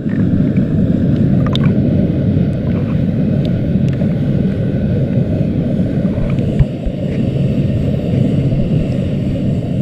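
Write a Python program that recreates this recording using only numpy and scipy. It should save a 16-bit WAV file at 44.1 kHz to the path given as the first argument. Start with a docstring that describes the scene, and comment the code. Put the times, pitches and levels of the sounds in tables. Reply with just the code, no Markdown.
"""Under water in a hot tub, heard from a camera in a waterproof housing. Churning jets, pump hum and fizz
swell up while single bubbles plink close by. After a second, fingers click on the housing, a new grip
recolours the fizz and a splashy wash slips between bubble pops; scattered taps and rubs follow.
Past six seconds the grip shifts again and soft bumps push on the case: the hardest ducks the gain
for about half a second. Lighter bumps come near the end."""
import sys
import numpy as np
from scipy import signal
from scipy.fft import rfft, irfft, next_fast_len
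from scipy.io import wavfile
from scipy.ndimage import uniform_filter1d, minimum_filter1d, map_coordinates

SR = 44100
rng = np.random.default_rng(int(sys.argv[2]) if len(sys.argv) > 2 else 0)


def unload_audio(sound):
    """Save the sound as a 16-bit wav file, at the path given as the first command line argument."""
    columns = np.transpose(np.atleast_2d(sound))
    # keep every value between -1 and 1, then stretch to whole-number steps
    steps = np.round(np.clip(columns, -1, 1) * 32767)
    wavfile.write(sys.argv[1], SR, steps.astype(np.int16))


N = 432621
T = np.arange(N) / SR


def amp(db):
    """Decibels to gain."""
    return 10 ** (np.asarray(db) / 20)


def unit(x):
    """The same sound at rms 1."""
    return x / np.sqrt(np.mean(x ** 2) + 1e-20)


def fader(points):
    """A level ride through (time_s, level_db) points, in dB per sample."""
    return np.interp(T, *np.transpose(points))


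def wobble(rate_hz):
    """A smooth random curve, rate_hz knots a second."""
    return map_coordinates(rng.standard_normal(int(N * rate_hz / SR) + 4), [T * rate_hz])


def filtered(x, response):
    """x through an EQ whose gain is response(hz)."""
    size = next_fast_len(N + 8192)
    return irfft(rfft(x, size) * response(np.fft.rfftfreq(size, 1 / SR)), size)[:N]


def coloured(x, spectrum):
    """x shaped by (freq_hz, gain_db) points on a log axis, at rms 1."""
    freqs, db = np.transpose(spectrum)
    return unit(filtered(x, lambda hz: amp(np.interp(np.log(hz + 1), np.log(freqs + 1), db))))


def noise(spectrum):
    """Noise of rms 1 with the given spectrum."""
    return coloured(rng.standard_normal(N), spectrum)


def resonate(x, hz, q):
    """x twice through the same resonant band-pass."""
    peak = signal.iirpeak(min(hz, SR / 2.5), max(q, .9), SR)
    return signal.lfilter(*peak, signal.lfilter(*peak, x))


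def ring(t, hz, t60):
    """One dying mode."""
    return np.sin(2 * np.pi * hz * t) * amp(-60 * t / t60)


def add(track, start_s, sound):
    """Mix a sound into a track at start_s."""
    part = track[max(round(start_s * SR), 0):][:len(sound)]
    part += sound[:len(part)]


def bubble_cloud(low_hz, high_hz, cycles, spread_db, count, samples):
    """Bubbles born at random: each rings for some cycles and rises in pitch."""
    when, pitch, strength = rng.random((count, 3)).T[:, :, None]
    hz = low_hz * (high_hz / low_hz) ** pitch
    t = np.arange(samples) / SR
    age = t * hz / cycles
    rings = amp(spread_db * strength - 60 * age) * np.sin(2 * np.pi * hz * t * (1 + .1 * age))
    index = (when * N).astype(int) + np.arange(samples)
    return unit(np.bincount(index.ravel(), rings.ravel(), N)[:N])


def drifting(x, depth_db, window, frames):
    """Sound paths through the moving water shift: narrow peaks and dips come and go over some frames."""
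    spectra = signal.stft(np.pad(x, window, "reflect", reflect_type="odd"), nperseg=window)[2]
    ripple = uniform_filter1d(rng.standard_normal(spectra.shape), size=5, axis=0)
    ripple = unit(uniform_filter1d(ripple, size=frames, axis=1))
    rippled = signal.istft(spectra * amp(depth_db * ripple), nperseg=window)[1]
    return unit(rippled[window:][:N]) * np.std(x)


# The hum's level at the camera: time_s, level_db
HUM_RIDE = [(0, -29.5), (1.4, -21), (2.9, -23), (4.3, -18.5), (4.9, -30), (7.9, -22), (9.8, -25)]

def pump(pitch_hz=135.3, waver_hz=4, flutter_db=3):
    """The pump's tone wavers on its way through the moving, bubbly water."""
    phase = 2 * np.pi * np.cumsum(pitch_hz + waver_hz * wobble(12)) / SR
    return amp(fader(HUM_RIDE)) * unit(amp(flutter_db * wobble(6.5)) * np.sin(phase))


# Colours of the mist, its fine spray and the sizzle on top: freq_hz, gain_db
MIST_EQ = [(500, -22.5), (850, -3.5), (1100, 0), (2000, 0.5), (3000, -0.5), (3800, -1.5), (4300, -10),
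           (5400, -11.5), (6300, -25), (9000, -54)]
SPRAY_EQ = [(4000, -28.5), (6000, 1), (7500, 4), (9500, -2.5), (10700, -6), (11600, -4.5), (12400, -11.5),
            (15400, -25)]
SIZZLE_EQ = [(10000, -40), (12500, -7.5), (13700, 0), (14800, -2.5), (15400, -15.5)]
# Their rides; the spray grows as the camera turns to the jets: time_s, level_db
MIST_RIDE = [(0, -42.5), (4.5, -41.5), (6.0, -42.5), (6.8, -41.5), (8.0, -41), (9.3, -41), (9.8, -45)]
SPRAY_RIDE = [(0, -63), (1.2, -62), (2.2, -66), (3.3, -64.5), (4.5, -61.5), (5.6, -61), (5.87, -57),
              (6.1, -61), (6.55, -57), (7.0, -59.5), (8.0, -59), (9.0, -59), (9.8, -61.5)]
SIZZLE_RIDE = [(0, -74), (1.3, -68), (2.0, -71), (3.3, -69.5), (3.85, -66.5), (4.8, -73), (6.2, -72),
               (7.4, -68), (8.0, -62.5), (8.45, -70), (9.8, -69.5)]

def fizz(flicker_db=0.7, grain_db=-9, swirl_db=1.9):
    """A grainy mist of tiny bubbles, with swarms of the finest swirling past."""
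    grains = bubble_cloud(1000, 8900, cycles=3.9, spread_db=30.5, count=7000, samples=400)
    mist = amp(fader(MIST_RIDE)) * unit(noise(MIST_EQ) + amp(grain_db) * coloured(grains, MIST_EQ))
    for ride, eq in ((SPRAY_RIDE, SPRAY_EQ), (SIZZLE_RIDE, SIZZLE_EQ)):
        mist += amp(fader(ride) + swirl_db * wobble(9.2)) * noise(eq)
    mist *= amp(flicker_db * wobble(14))
    return drifting(mist, depth_db=1.4, window=1024, frames=16)


# The hand takes a new grip: time_s
GRIP_CHANGES = [1.3, 6.45]
# Peaks and dips of the housing, one list per grip: centre_hz, width_hz, gain_db
GRIP_EQS = [
    [(1520, 570, 9.5), (2010, 190, -5.5), (2600, 150, 1.5), (3010, 300, -4.5), (3720, 130, 3.5),
     (7500, 1200, 4.5)],
    [(795, 80, 15), (1487, 170, 10.5), (2015, 340, 4), (2522, 100, 6.5), (2790, 98, -4), (3140, 350, 0.5),
     (4530, 250, 5.5), (4920, 300, -4.5), (5620, 160, -10), (6730, 200, 4.5), (7000, 250, -6),
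     (8100, 500, -5.5), (9600, 900, 5), (12800, 700, -3.5), (13650, 400, 1.5)],
    [(1700, 320, -3), (1835, 50, 9), (2136, 73, 5), (2800, 480, 8.5), (4120, 170, -6.5), (4560, 300, 8.5),
     (5700, 390, 2), (6370, 230, -10), (8030, 2000, 6.5), (12350, 500, -6)],
]

def housing(x, crossfade_s=0.41):
    """The housing's resonances colour x and shift with each new grip."""
    grip = sum(np.clip((T - time_s) / crossfade_s + .5, 0, 1) for time_s in GRIP_CHANGES)
    heard = np.zeros(N)
    for k, bells in enumerate(GRIP_EQS):
        eq = lambda hz: amp(sum(db * .5 ** ((2 * (hz - mid) / width) ** 2) for mid, width, db in bells))
        weight = np.clip(1 - abs(grip - k), 0, 1)
        heard += weight * unit(filtered(x, eq))
    return heard * np.std(x)


# Colours of the largest clouds with the water's sway, and of the smaller clouds: freq_hz, gain_db
RUMBLE_EQ = [(6, -33.5), (16, -10), (40, -15.5), (68, -8), (98, 0.5), (125, -0.5), (150, 1), (185, -11.5),
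             (300, -71.5)]
CHURN_EQ = [(70, -52.5), (130, -12), (160, -2), (185, 0.5), (225, -3.5), (255, -5.5), (305, -10),
            (355, -18.5), (430, -23.5), (700, -100)]
# How hard the smaller clouds churn: time_s, level_db
CHURN_RIDE = [(0.3, -13.5), (2.2, -15.4), (2.95, -18.5), (3.35, -16), (4.6, -18.5), (5.35, -17), (5.9, -18),
              (6.5, -19), (6.8, -18), (8.1, -18.5), (9.0, -18), (9.7, -19.5)]

def churn(rumble_db=-19, rise_db_per_s=0.02, swell_db=4, swell_s=0.32, throb_db=0.6):
    """The largest bubble clouds swell in to a near-steady rumble; smaller ones throb above it."""
    swell = np.clip(1 - T / swell_s, 0, 1)
    rumble = amp(rumble_db + rise_db_per_s * T - swell_db * swell) * noise(RUMBLE_EQ)
    return rumble + amp(fader(CHURN_RIDE) + throb_db * wobble(9)) * noise(CHURN_EQ)


# Colour of the gurgling bubbles: freq_hz, gain_db
GURGLE_EQ = [(250, -19), (370, -4), (450, -2.5), (520, 0), (610, -6), (670, -11.5), (750, -19),
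             (850, -26.5), (1100, -53.5), (2000, -100)]
# How hard they gurgle: time_s, level_db
GURGLE_RIDE = [(0.2, -30.5), (1.9, -26.5), (3.0, -28.5), (3.9, -30.5), (4.9, -27), (5.35, -27.5),
               (6.0, -28), (7.35, -26.5), (7.8, -29), (8.2, -26), (9.7, -30.5)]

def gurgle(bubble_share=0.37):
    """Single bubbles ring in a wash of noise of the same colour."""
    bubbles = bubble_cloud(340, 720, cycles=33.3, spread_db=7.0, count=1200, samples=2600)
    rings = np.sqrt(bubble_share) * coloured(bubbles, GURGLE_EQ)
    wash = np.sqrt(1 - bubble_share) * noise(GURGLE_EQ)
    return amp(fader(GURGLE_RIDE)) * (rings + wash)


# Colour of the burble: freq_hz, gain_db
BURBLE_EQ = [(300, -40.5), (480, -7.5), (570, 3), (630, -0.5), (690, -7), (770, -22), (900, -36),
             (2000, -100)]
# Its spurts: time_s, level_db
BURBLE_RIDE = [(0.3, -37), (1.8, -30), (2.9, -40), (3.58, -32.5), (3.85, -35.5), (4.02, -28), (4.16, -36.5),
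               (4.95, -40), (5.35, -33), (6.1, -30.5), (6.6, -32), (6.9, -33.5), (9.1, -33.5), (9.35, -37),
               (9.75, -31.5)]

def burble():
    """The smallest of the gurgling bubbles come in spurts."""
    bubbles = bubble_cloud(522, 740, cycles=37.3, spread_db=4.5, count=900, samples=2600)
    return amp(fader(BURBLE_RIDE)) * coloured(bubbles, BURBLE_EQ)


# Brief surges of the jets: centre_s, length_s, boost_db
JET_SURGES = [(2.03, 0.33, 1.4), (2.38, 0.28, 1), (3.42, 0.41, 1.5), (4.06, 0.25, 1.3), (4.4, 0.1, 2.5),
              (4.97, 0.25, 1.2), (5.36, 0.21, 2.8), (6.48, 0.34, 1.3), (7.8, 0.39, 1.2), (8.18, 0.2, 1.5)]

def jets():
    """Air-laden jets churn, gurgle and burble, surging together through the moving water."""
    surge_db = sum(boost_db * np.cos(np.pi * np.clip((T - centre_s) / length_s, -.5, .5)) ** 2
                   for centre_s, length_s, boost_db in JET_SURGES)
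    return amp(surge_db) * drifting(churn() + gurgle() + burble(), depth_db=1.1, window=4096, frames=4)


# Colour of the splash and the rubs: freq_hz, gain_db
ROUGH_EQ = [(500, -23), (850, 2.5), (1200, -1.5), (1700, -6), (2500, -1.5), (3300, -24), (6000, -13),
            (12000, -45)]
# A brief splashy wash between the bubble pops at 1.6 s; the later rows are skin dragging over the case:
# start_s, length_s, level_db, pitch_hz
SPLASH_AND_RUB_CUES = [(1.6, 0.13, -40, 940), (2.724, 0.12, -37, 1190), (2.852, 0.089, -34.5, 1300),
                       (5.997, 0.47, -43.5, 1080), (7.08, 0.1, -37, 2090), (8.104, 0.13, -42.5, 2170)]

def splash_and_rubs(rough_db=3.0, q=2.1, octave_db=-4):
    """Rough noise through a resonance and its octave: first a splashy wash, later finger rubs."""
    out = np.zeros(N)
    rough = amp(rough_db * wobble(130)) * noise(ROUGH_EQ)
    for start_s, length_s, level_db, hz in SPLASH_AND_RUB_CUES:
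        burst = rough[int(start_s * SR):][:int(length_s * SR)]
        tuned = unit(resonate(burst, hz, q) + amp(octave_db) * resonate(burst, 2 * hz, q))
        add(out, start_s, amp(level_db) * tuned * np.sqrt(np.hanning(len(burst))))
    return out


# Colour of the tick as a bubble pinches off: freq_hz, gain_db
TICK_EQ = [(300, -27), (800, 3.5), (1400, 4.5), (2500, -1), (3100, -19), (6000, -33), (12000, -50)]
# Single bubbles close to the housing: start_s, ring_db, pitch_hz, tick_db
PLINK_CUES = [(0.092, -23, 1850, -22.5), (0.1136, -19, 1830, -24), (0.133, -22, 1810, -27),
              (0.157, -18, 1780, -26), (0.196, -22.5, 1650, -23), (0.219, -30.5, 1680, -28),
              (0.4728, -27, 1860, -24), (0.5662, -16, 2300, -33), (1.403, -24, 1210, -29),
              (1.464, -11.5, 1214, -14.5), (1.53, -14.5, 1027, -18), (1.611, -26, 1110, -31),
              (1.636, -19, 1540, -18), (1.637, -17, 1100, -27), (1.655, -11.5, 2360, -28),
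              (1.657, -22, 1450, -30), (2.669, -27, 1004, -34), (2.698, -29, 1540, -38),
              (4.012, -34, 1420, -26), (4.1134, -34, 1190, -23), (5.1306, -26, 2630, -24.5),
              (6.058, -29, 1200, -38), (6.133, -29, 894, -31), (6.238, -35, 925, -34),
              (6.297, -22.5, 1250, -25)]

def plinks(ring_cycles=53, puff_db=-13, puff_t60=0.041, tick_t60=0.019, attack_s=0.0015):
    """A bubble pinches off with a dry tick and a crackly puff, then rings: the larger, the longer."""
    out, t = np.zeros(N), T[:SR // 8]
    ticks = noise(TICK_EQ)
    onset = 1 - np.exp(-t / attack_s)
    for k, (start_s, ring_db, hz, tick_db) in enumerate(PLINK_CUES):
        tone = ring(t, hz, ring_cycles / hz)
        burst = rng.standard_normal(len(t)) * amp(-60 * t / puff_t60)
        puff = amp(puff_db) * np.std(tone) * unit(resonate(burst, hz, q=1.2))
        tick = ticks[k * len(t):][:len(t)] * amp(tick_db - 60 * t / tick_t60)
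        add(out, start_s, (amp(ring_db) * (tone + puff) + tick) * onset)
    return out


# Colour of a plastic snap: freq_hz, gain_db
SNAP_EQ = [(700, -28), (2200, -2), (4000, -2), (5300, -8.5), (7500, -5.5), (8500, -20), (11000, -21),
           (12300, -19.5), (14300, -25), (16000, -27)]
# Finger clicks and taps, levels before trim_db: start_s, body_db, pitch_hz, sharpness_q, crack_db
CLICK_CUES = [(1.163, -26.5, 2980, 1.3, -42.5), (1.403, -45, 12500, 2.3, -58), (1.464, -38, 5570, 7, -50),
              (1.498, -50, 14200, 6, -60), (1.53, -38, 6100, 10, -54), (1.5553, -9, 3400, 3, -21),
              (1.603, -30, 2300, 1.6, -43), (1.61, -51, 13000, 2.5, -60), (1.637, -49, 11500, 2, -54),
              (2.533, -41, 9700, 2.7, -34), (2.7156, -25.5, 1700, 1.5, -54), (3.4535, -22, 3300, 1.2, -23),
              (3.885, -28, 3200, 1.2, -25), (3.931, -21, 1350, 1.2, -39), (4.5195, -27, 1400, 2, -39),
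              (6.299, -19, 2360, 3.5, -54), (6.387, -23.5, 2490, 1.5, -34), (6.594, -19, 1650, 1.2, -38),
              (6.856, -28, 1600, 2.1, -52), (8.922, -32, 5260, 3.9, -53.5)]
# Modes of the housing's shell: pitch_hz, gain_db, t60_s
SHELL_MODES = [(2250, -20, .02), (3270, -6, .013), (3630, 0, .017)]

def clicks(trim_db=-18, body_cycles=38, crack_t60=0.0037, attack_s=0.0003, shell_s=1.555, shell_db=-3.5):
    """Plastic snaps: a bright crack and a resonance set by where the finger lands, briefer when high."""
    out, t = np.zeros(N), T[:SR // 20]
    snaps = noise(SNAP_EQ)
    onset = 1 - np.exp(-t / attack_s)
    for k, (start_s, body_db, hz, q, crack_db) in enumerate(CLICK_CUES):
        snap = onset * snaps[k * len(t):][:len(t)]
        body = unit(resonate(snap * amp(-60 * t * hz / body_cycles), hz, q))
        crack = unit(snap * amp(-60 * t / crack_t60))
        add(out, start_s, amp(trim_db) * (amp(body_db) * body + amp(crack_db) * crack))
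    shell = sum(amp(gain_db) * ring(t, hz, t60) for hz, gain_db, t60 in SHELL_MODES)
    add(out, shell_s, amp(shell_db) * shell)  # the hardest click rings the shell
    return out


# Soft pushes on the case: start_s, push_db, push_hz, boom_db
BUMP_CUES = [(0.35, -17, 30, -37), (6.21, -11, 22, -47), (6.245, -14, 32, -42), (6.597, 6.5, 57, 6.5),
             (6.859, 1.5, 47, -24), (8.53, -14, 34, -35), (8.6, -12, 22, -40), (8.8, -14, 30, -38),
             (9.29, -17, 31, -39)]

def bumps(boom_hz=135, boom_rise_s=0.013, slosh_db=-29, slosh_hz=620, slosh_t60=0.16):
    """A push flexes the case for about one cycle; a hard one also makes it boom and sloshes the water."""
    out, t = np.zeros(N), T[:SR // 3]
    swell = lambda u: u ** 2 * np.exp(2 * (1 - u))  # peaks at u = 1
    for start_s, push_db, push_hz, boom_db in BUMP_CUES:
        push = amp(push_db) * swell(2 * t * push_hz) * np.sin(2 * np.pi * push_hz * t)
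        boom = swell(t / boom_rise_s) * np.sin(2 * np.pi * boom_hz * t)
        water = unit(resonate(rng.standard_normal(len(t)), slosh_hz, q=1.7))
        slosh = amp(slosh_db - 60 * t / slosh_t60) * water
        add(out, start_s, amp(boom_db) * (boom + slosh) - push)
    return out


def scene(swell_db=6, swell_s=0.23):
    """The water bed swells up at first; close bubbles and the hand on the housing sit on top."""
    fade_in = amp(-swell_db * np.clip(1 - T / swell_s, 0, 1))
    bed = fade_in * (jets() + pump() + housing(fizz()))
    return (bed + plinks() + clicks() + splash_and_rubs() + bumps())[None]


def gain_control(x, ceiling=.94, hold_s=0.28, recovery_db_per_s=30, bass_hz=260, treble_share=0.29):
    """Peaks over the ceiling pull the gain down, the bass most; it waits, then climbs back."""
    over_db = lambda level: 20 * np.log10(np.maximum(level / ceiling, 1))
    # a short look-ahead eases the gain down before the peak arrives
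    eased = lambda db: uniform_filter1d(minimum_filter1d(amp(-db), size=201), size=201)
    # only peaks that last a millisecond or more are held
    excess_db = over_db(uniform_filter1d(abs(x), size=70))
    span = int(hold_s * SR)
    held_db = -minimum_filter1d(-excess_db, span, origin=(span - 1) // 2)
    cut_db = np.maximum.accumulate(held_db + recovery_db_per_s * T) - recovery_db_per_s * T
    bass = filtered(x, lambda hz: 1 / (1 + (hz / bass_hz) ** 4))
    ducked = bass * eased(cut_db) + (x - bass) * eased(treble_share * cut_db)
    return ducked * eased(over_db(abs(ducked)))  # a fast limiter catches the remaining peaks


def record(dry, top_hz=15300):
    """The camera rides its gain and keeps nothing above its band limit."""
    low_pass = signal.butter(24, top_hz, fs=SR, output="sos")
    return signal.sosfiltfilt(low_pass, gain_control(dry[0]))[None]


dry = scene()
out = record(dry)
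unload_audio(out)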